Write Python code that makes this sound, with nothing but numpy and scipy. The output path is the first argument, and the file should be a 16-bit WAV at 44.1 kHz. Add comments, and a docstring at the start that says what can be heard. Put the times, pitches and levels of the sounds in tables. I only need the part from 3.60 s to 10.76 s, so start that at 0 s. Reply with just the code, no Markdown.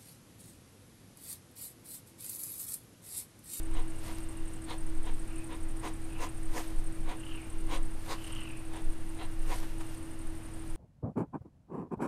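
"""Hedgehog at night

A hedgehog huffs, each puff of air ringing its nose, and shuffles on dry earth near a humming camera.
A bush-cricket rubs its wings in quick double syllables; far off, something like a frog rattles at times.
Behind them: still air, faint insects and a low draught on the microphone."""
import sys
import numpy as np
from scipy import signal
from scipy.fft import rfft, irfft
from scipy.io import wavfile

SR = 44100
rng = np.random.default_rng(int(sys.argv[2]) if len(sys.argv) > 2 else 0)


def wrap_up_sound(samples):
    """Save the sound to the file named by the first command line argument, as 16-bit audio."""
    columns = np.atleast_2d(samples).T
    # keep every value between -1 and 1, then stretch to whole-number steps
    tamed = np.clip(columns, -1, 1)
    steps = np.round(tamed * 32767).astype(np.int16)
    wavfile.write(sys.argv[1], SR, steps)


N = 315756
TIME = np.arange(N) / SR


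def amp(db):
    """Decibels to gain."""
    return 10 ** (np.asarray(db) / 20)


def unit(x):
    """Scale to rms 1."""
    return x / np.sqrt(np.mean(x ** 2) + 1e-20)


def colour(x, points):
    """Filter by (frequency [Hz], gain [dB]) points; rms 1."""
    hz, db = np.transpose(points)
    f = np.fft.rfftfreq(len(x), 1 / SR)
    gain = amp(np.interp(np.log(f + 1), np.log(hz + 1), db))
    return unit(irfft(rfft(x) * gain, len(x)))


def resonant_noise(modes, size):
    """Noise in steep resonances of (centre [Hz], width [Hz], gain [dB]); rms 1."""
    f = np.fft.rfftfreq(size, 1 / SR)
    power = sum(amp(db) ** 2 / (1 + ((f - hz) / (0.73 * width)) ** 2) ** 2 for hz, width, db in modes)
    return unit(irfft(rfft(rng.standard_normal(size)) * np.sqrt(power), size))


def wander(hz, size=N):
    """Smooth random signal up to about hz; rms 1."""
    f = np.fft.rfftfreq(size, 1 / SR)
    return unit(irfft(rfft(rng.standard_normal(size)) * np.exp(-(f / hz) ** 2), size))


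def swell(t, rise_s, fall_s):
    """Exponential rise and fall, 1 at t = 0."""
    return np.exp(-np.maximum(-t / rise_s, t / fall_s))


def swells(rows):
    """Envelope of smooth bumps at (peak time [s], half length [s], level [dB])."""
    return np.sqrt(sum(amp(db) ** 2 * np.exp(-((TIME - s) / half) ** 2) for s, half, db in rows))


def add(mix, start_s, sound):
    """Mix a sound in at start_s."""
    start = round(start_s * SR)
    sound = sound[max(-start, 0):]
    part = mix[max(start, 0):][:len(sound)]
    part += sound[:len(part)]


def garden(x, t60_s, wet_db):
    """Add scatter from ground and plants: sparse, decaying echoes."""
    t = TIME[:SR // 2]
    taps = rng.choice([-1., 1.], len(t)) * (rng.random(len(t)) < 2000 / SR)
    taps *= (t > .004) * amp(-60 * t / t60_s)
    return x + amp(wet_db) * signal.fftconvolve(x, taps / np.linalg.norm(taps))[:N]


def night(air_db=-49, chorus_db=-61, calm_db=-35):
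    """Steady air, the fizz of far insects and a draught mostly below hearing."""
    # night air and microphone hiss: (frequency [Hz], gain [dB])
    air_tone = [(30, -4.5), (60, 1), (100, 1), (165, -7.5), (270, -6), (400, -12.5), (620, -14.5),
                (850, -15), (1200, -18), (1900, -20), (2600, -23.5), (3500, -27), (5000, -31.5),
                (8000, -40), (14000, -61)]
    # far insects: (frequency [Hz], gain [dB])
    chorus_tone = [(1500, -53), (4500, -10), (7000, -5.5), (8000, -4), (8800, 3.5), (9600, 0),
                   (10500, -1.5), (12000, -8), (14500, -9)]
    # draught on the microphone: (frequency [Hz], gain [dB])
    draught_tone = [(1, -11), (5, -5.5), (13, -1.5), (19, 0), (29, -22), (37, -29), (50, -28), (200, -85)]
    # its slow puffs: (peak time [s], half length [s], level [dB])
    gusts = [(0.106, .16, -26.5), (1.39, 0.14, -25), (3.094, 0.33, -28), (4.234, 0.21, -24.5),
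             (5.3, .15, -27.5), (5.95, 0.21, -30)]
    air = colour(rng.standard_normal(N), air_tone) * amp(air_db)
    chorus = colour(rng.standard_normal(N), chorus_tone) * amp(chorus_db + .9 * wander(30))
    draught = colour(rng.standard_normal(N), draught_tone) * np.hypot(amp(calm_db), swells(gusts))
    return air + chorus + draught


def camera_hum(base_hz=40.54, waver_db=1.0, whine_db=-48):
    """Low buzz plus a whine on the eighth harmonic, both wavering in level."""
    # buzz partials: (harmonic number, rms level [dB])
    partials = [(1, -52.5), (2, -54), (3, -55), (5, -68.5)]
    turns = base_hz * TIME + 0.012 * wander(1.36)
    buzz = sum(amp(db + waver_db * wander(6.7)) * np.sin(2 * np.pi * (k * turns + rng.random()))
               for k, db in partials)
    whine = amp(whine_db) * (1 + 0.21 * wander(11)) * np.sin(2 * np.pi * 8 * turns)
    return np.sqrt(2) * (buzz + whine)


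def far_singers(note_hz=2800, width_hz=130, flutter_db=1.1):
    """Faint singers across the garden swell and fade on one note."""
    # songs: (peak time [s], half length [s], level [dB])
    songs = [(.6, .4, -67.5), (4, 0.26, -68), (5.9, 0.77, -70.5)]
    return swells(songs) * amp(flutter_db * wander(31)) * resonant_noise([(note_hz, width_hz, 0)], N)


def rattles(pulse_hz=35, depth=0.5, scoop_hz=302, width_hz=300, hoarse_db=-6, ends_db=-16, trim_db=-2):
    """Rough pulses through a throat resonance that scoops up and sags, blurred by distance."""
    # calls: (start [s], length [s], level [dB], pitch ceiling [Hz], sag [Hz])
    calls = [(1.651, 0.2, -56, 2720, 199), (2.42, 0.28, -54, 2766, 100), (3.553, .31, -49.5, 3010, 731),
             (4.477, .53, -48, 3003, 498)]
    loudest_at, sag_at = 0.63, 0.72  # fractions of a call
    out = np.zeros(N)
    for start, length, db, top_hz, sag_hz in calls:
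        t = np.arange(0, length, 1 / SR)
        progress = t / length
        sag = .5 + .5 * np.tanh((progress - sag_at) / 0.126)
        hz = top_hz - scoop_hz * np.exp(-progress / 0.27) - sag_hz * sag
        off_peak = np.maximum(1 - progress / loudest_at, (progress - loudest_at) / (1 - loudest_at))
        arch_db = ends_db * off_peak ** 1.76
        phase = 2 * np.pi * np.cumsum(hz) / SR
        throat = wander(width_hz, len(t)) * np.cos(phase) + wander(width_hz, len(t)) * np.sin(phase)
        hoarse = amp(hoarse_db) * resonant_noise([(1260, 310, 0.37), (2360, 1300, -2.2)], len(t))
        pulses = 1 + depth * np.cos(2 * np.pi * pulse_hz * t + 0.62 * wander(13, len(t)))
        add(out, start, unit((throat + hoarse) * pulses) * amp(db + arch_db + trim_db))
    return garden(out, t60_s=0.7, wet_db=-7)


def cricket(high_hz=8957, low_hz=8527, tooth_hz=490, tooth_depth=.55, start_db=-47.5, fade_db_per_s=0.49):
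    """Two strokes a chirp: the file's teeth ring the wing, whose note sinks as the stroke slows."""
    # bouts of even chirping: (first chirp [s], last chirp [s], period [s])
    bouts = [(.0321, 5.961, .082346), (6.186, 7.158, .081)]
    # wing strokes of a chirp: (peak delay [s], rise [s], hold [s], fall [s], relative level [dB])
    strokes = [(-.002, 0.0018, 0.0049, 0.0044, -1), (0.0226, 0.0028, 0.011, 0.0023, -3.5)]
    sink_at_s, sink_time_s, sink_loss_per_s = 0.0042, 0.0009, .11
    size_spread_db, onset_spread_s, sink_spread_s = 2.4, 0.00099, 0.0013
    out, t = np.zeros(N), np.arange(-.012, .03, 1 / SR)
    bite = np.exp(-(t / 0.0097) ** 2)  # teeth bite hardest at the peak
    for first, last, period in bouts:
        for s in np.arange(first, last + period / 2, period):
            for delay, rise, hold, fall, db in strokes:
                detune, size, late, speed, lag, offset = rng.standard_normal(6)
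                slowing = .5 + .5 * np.tanh((t - sink_at_s - sink_spread_s * lag) / (2 * sink_time_s))
                low_share = slowing * np.clip(1 - sink_loss_per_s * s, 0, 1)  # wanes over the song
                rad_per_hz = 2 * np.pi * (1 + .003 * detune) * t
                jitter = 0.4 * (.5 + bite) * wander(1420, len(t))
                high = np.sqrt(1 - low_share) * np.sin(high_hz * rad_per_hz + jitter)
                low = np.sqrt(low_share) * np.sin(low_hz * rad_per_hz + jitter + np.pi * offset)
                tooth_phase = 2 * np.pi * tooth_hz * (1 + 0.086 * speed) * t + np.pi * late
                teeth = 1 + tooth_depth * bite * np.cos(tooth_phase)
                envelope = swell(t - np.clip(t, 0, hold), rise, fall)
                gain = amp(start_db + db - fade_db_per_s * s + size_spread_db * size)
                add(out, s + delay + t[0] + onset_spread_s * late, gain * envelope * teeth * (high + low))
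    return garden(out, t60_s=0.06, wet_db=-9)


def shuffles(grains_per_s=2500, grain_spread_db=1.0, clump_db=1.4, shove_trim_db=-1):
    """Many tiny scrapes of spines and claws, with a few paw scuffs and snaps of grit."""
    # feet and spines brushing the ground: (peak time [s], rise [s], fall [s], level [dB])
    shoves = [(.46, 0.051, 0.11, -47), (2.98, 0.051, 0.1, -45), (4.47, .04, 0.034, -49),
              (4.68, 0.16, 0.063, -52), (4.775, .02, 0.056, -56), (5.95, 0.079, 0.11, -45.5),
              (6.34, 0.11, 0.034, -53.5)]
    # dry earth and litter: (frequency [Hz], gain [dB])
    litter_tone = [(250, 5), (600, 16), (1000, 10.5), (2000, 8.5), (4000, 5.5), (7000, 2), (9500, 3.5),
                   (12000, 3.5), (14500, -5)]
    # paw scuffs: (time [s], level [dB])
    scuffs = [(6.031, -49), (6.208, -43.5)]
    # their dull scrape: (frequency [Hz], gain [dB])
    scuff_tone = [(200, -10), (500, -5), (900, 5), (2000, -9), (4000, -16.5), (7000, -18), (14000, -27)]
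    # snapping grit: (time [s], level [dB])
    snaps = [(.585, -38), (4.751, -42.5), (6.002, -42)]
    # its bright crack: (frequency [Hz], gain [dB])
    crack_tone = [(500, -6), (3000, -4), (6000, 3), (14000, -1)]
    sizes = amp(grain_spread_db * np.minimum(rng.exponential(1, N), 4))
    grains = unit(sizes * rng.standard_normal(N) * (rng.random(N) < grains_per_s / SR))
    scrapes = (grains + 2.0 * rng.standard_normal(N)) * amp(clump_db * wander(140))
    effort = np.sqrt(sum((amp(db) * swell(TIME - s, rise, fall)) ** 2 for s, rise, fall, db in shoves))
    paws = sum(amp(db) * swell(TIME - s, rise_s=0.0045, fall_s=0.013) for s, db in scuffs)
    out = colour(scrapes, litter_tone) * effort * amp(shove_trim_db)
    out += colour(scrapes, scuff_tone) * paws
    t = TIME[:512]
    for s, db in snaps:
        add(out, s, amp(db) * colour(rng.standard_normal(len(t)), crack_tone) * np.exp(-t / 0.00097))
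    return out


def huffs(peakedness=1.63, flutter_db=0.92, rasp_width_hz=900, trim_db=-1.5):
    """Puffs of air ring the nose; rasp and hiss join while the flow is fastest."""
    # puffs: (peak time [s], half length [s], level [dB], nose resonance [Hz],
    #         rasp [dB re level], rasp centre [Hz], hiss [dB re level])
    puffs = [(0.175, 0.031, -45, 980, -9, 3500, -17), (0.499, 0.024, -48, 950, -15, 3400, -14),
             (1.114, 0.021, -40.5, 955, -6, 3750, -16), (1.478, 0.023, -45.5, 885, -8.5, 3330, -17),
             (1.924, .02, -44.5, 976, -11, 3320, -22), (2.263, 0.022, -37.5, 950, -13, 3350, -12.5),
             (2.631, .024, -37, 970, -14.5, 3540, -8.5), (2.976, .023, -37.5, 940, -29, 3700, -8),
             (3.505, 0.024, -41, 967, -11, 3440, -17), (4.137, 0.025, -36.5, 1010, -9, 3500, -11),
             (4.516, .02, -37, 1006, -7.5, 4330, -8), (5.159, .033, -46.5, 856, -9.5, 3350, -15),
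             (5.617, 0.024, -44.5, 886, -6, 3540, -21), (5.919, 0.022, -39, 984, -16, 3670, -12)]
    # nose modes: (ratio to nose resonance, width [Hz], gain [dB])
    nose_modes = [(.31, 101, 0.5), (.5, 115, 0.3), (.765, 84, 1.5), (1.025, 184, 3), (1.45, 450, -14),
                  (2.08, 725, -7.5), (3.1, 1500, -20)]
    # air jet at the nostrils: (frequency [Hz], gain [dB])
    hiss_tone = [(1000, -33), (3000, -35), (4600, -0.5), (5500, -1.5), (6600, 2.5), (7500, -2), (9500, -2),
                 (11500, -11.5), (14000, -7)]
    out, t = np.zeros(N), np.arange(-6144, 6144) / SR
    for s, half, db, nose_hz, rasp_db, rasp_hz, hiss_db in puffs:
        flow = np.exp(-.5 * np.maximum(-t / (0.94 * half), t / half) ** peakedness)
        jet = np.exp(-.5 * ((t - .002) / (0.94 * half)) ** 2)
        modes = [(ratio * nose_hz, width, gain_db) for ratio, width, gain_db in nose_modes]
        nose = resonant_noise(modes, len(t))
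        rasp_modes = [(rasp_hz * 0.9, rasp_width_hz, 0), (rasp_hz * 1.117, rasp_width_hz * 0.4, -1)]
        rasp = resonant_noise(rasp_modes, len(t))
        hiss = colour(rng.standard_normal(len(t)), hiss_tone)
        puff = flow * nose + jet * (amp(rasp_db) * rasp + amp(hiss_db) * hiss)
        add(out, s + t[0], puff * amp(db + trim_db + flutter_db * wander(94, len(t))))
    return garden(out, t60_s=0.11, wet_db=-8.5)


def scene():
    """All sources at one microphone."""
    return (huffs() + shuffles() + cricket() + rattles() + far_singers() + camera_hum() + night())[None]


def record(dry):
    """The recorder's band limit."""
    edge_hz = 14600
    lowpass = signal.firwin(801, edge_hz, window=("kaiser", 9), fs=SR)
    return signal.oaconvolve(dry, lowpass[None], "same")


dry = scene()
out = record(dry)
wrap_up_sound(out)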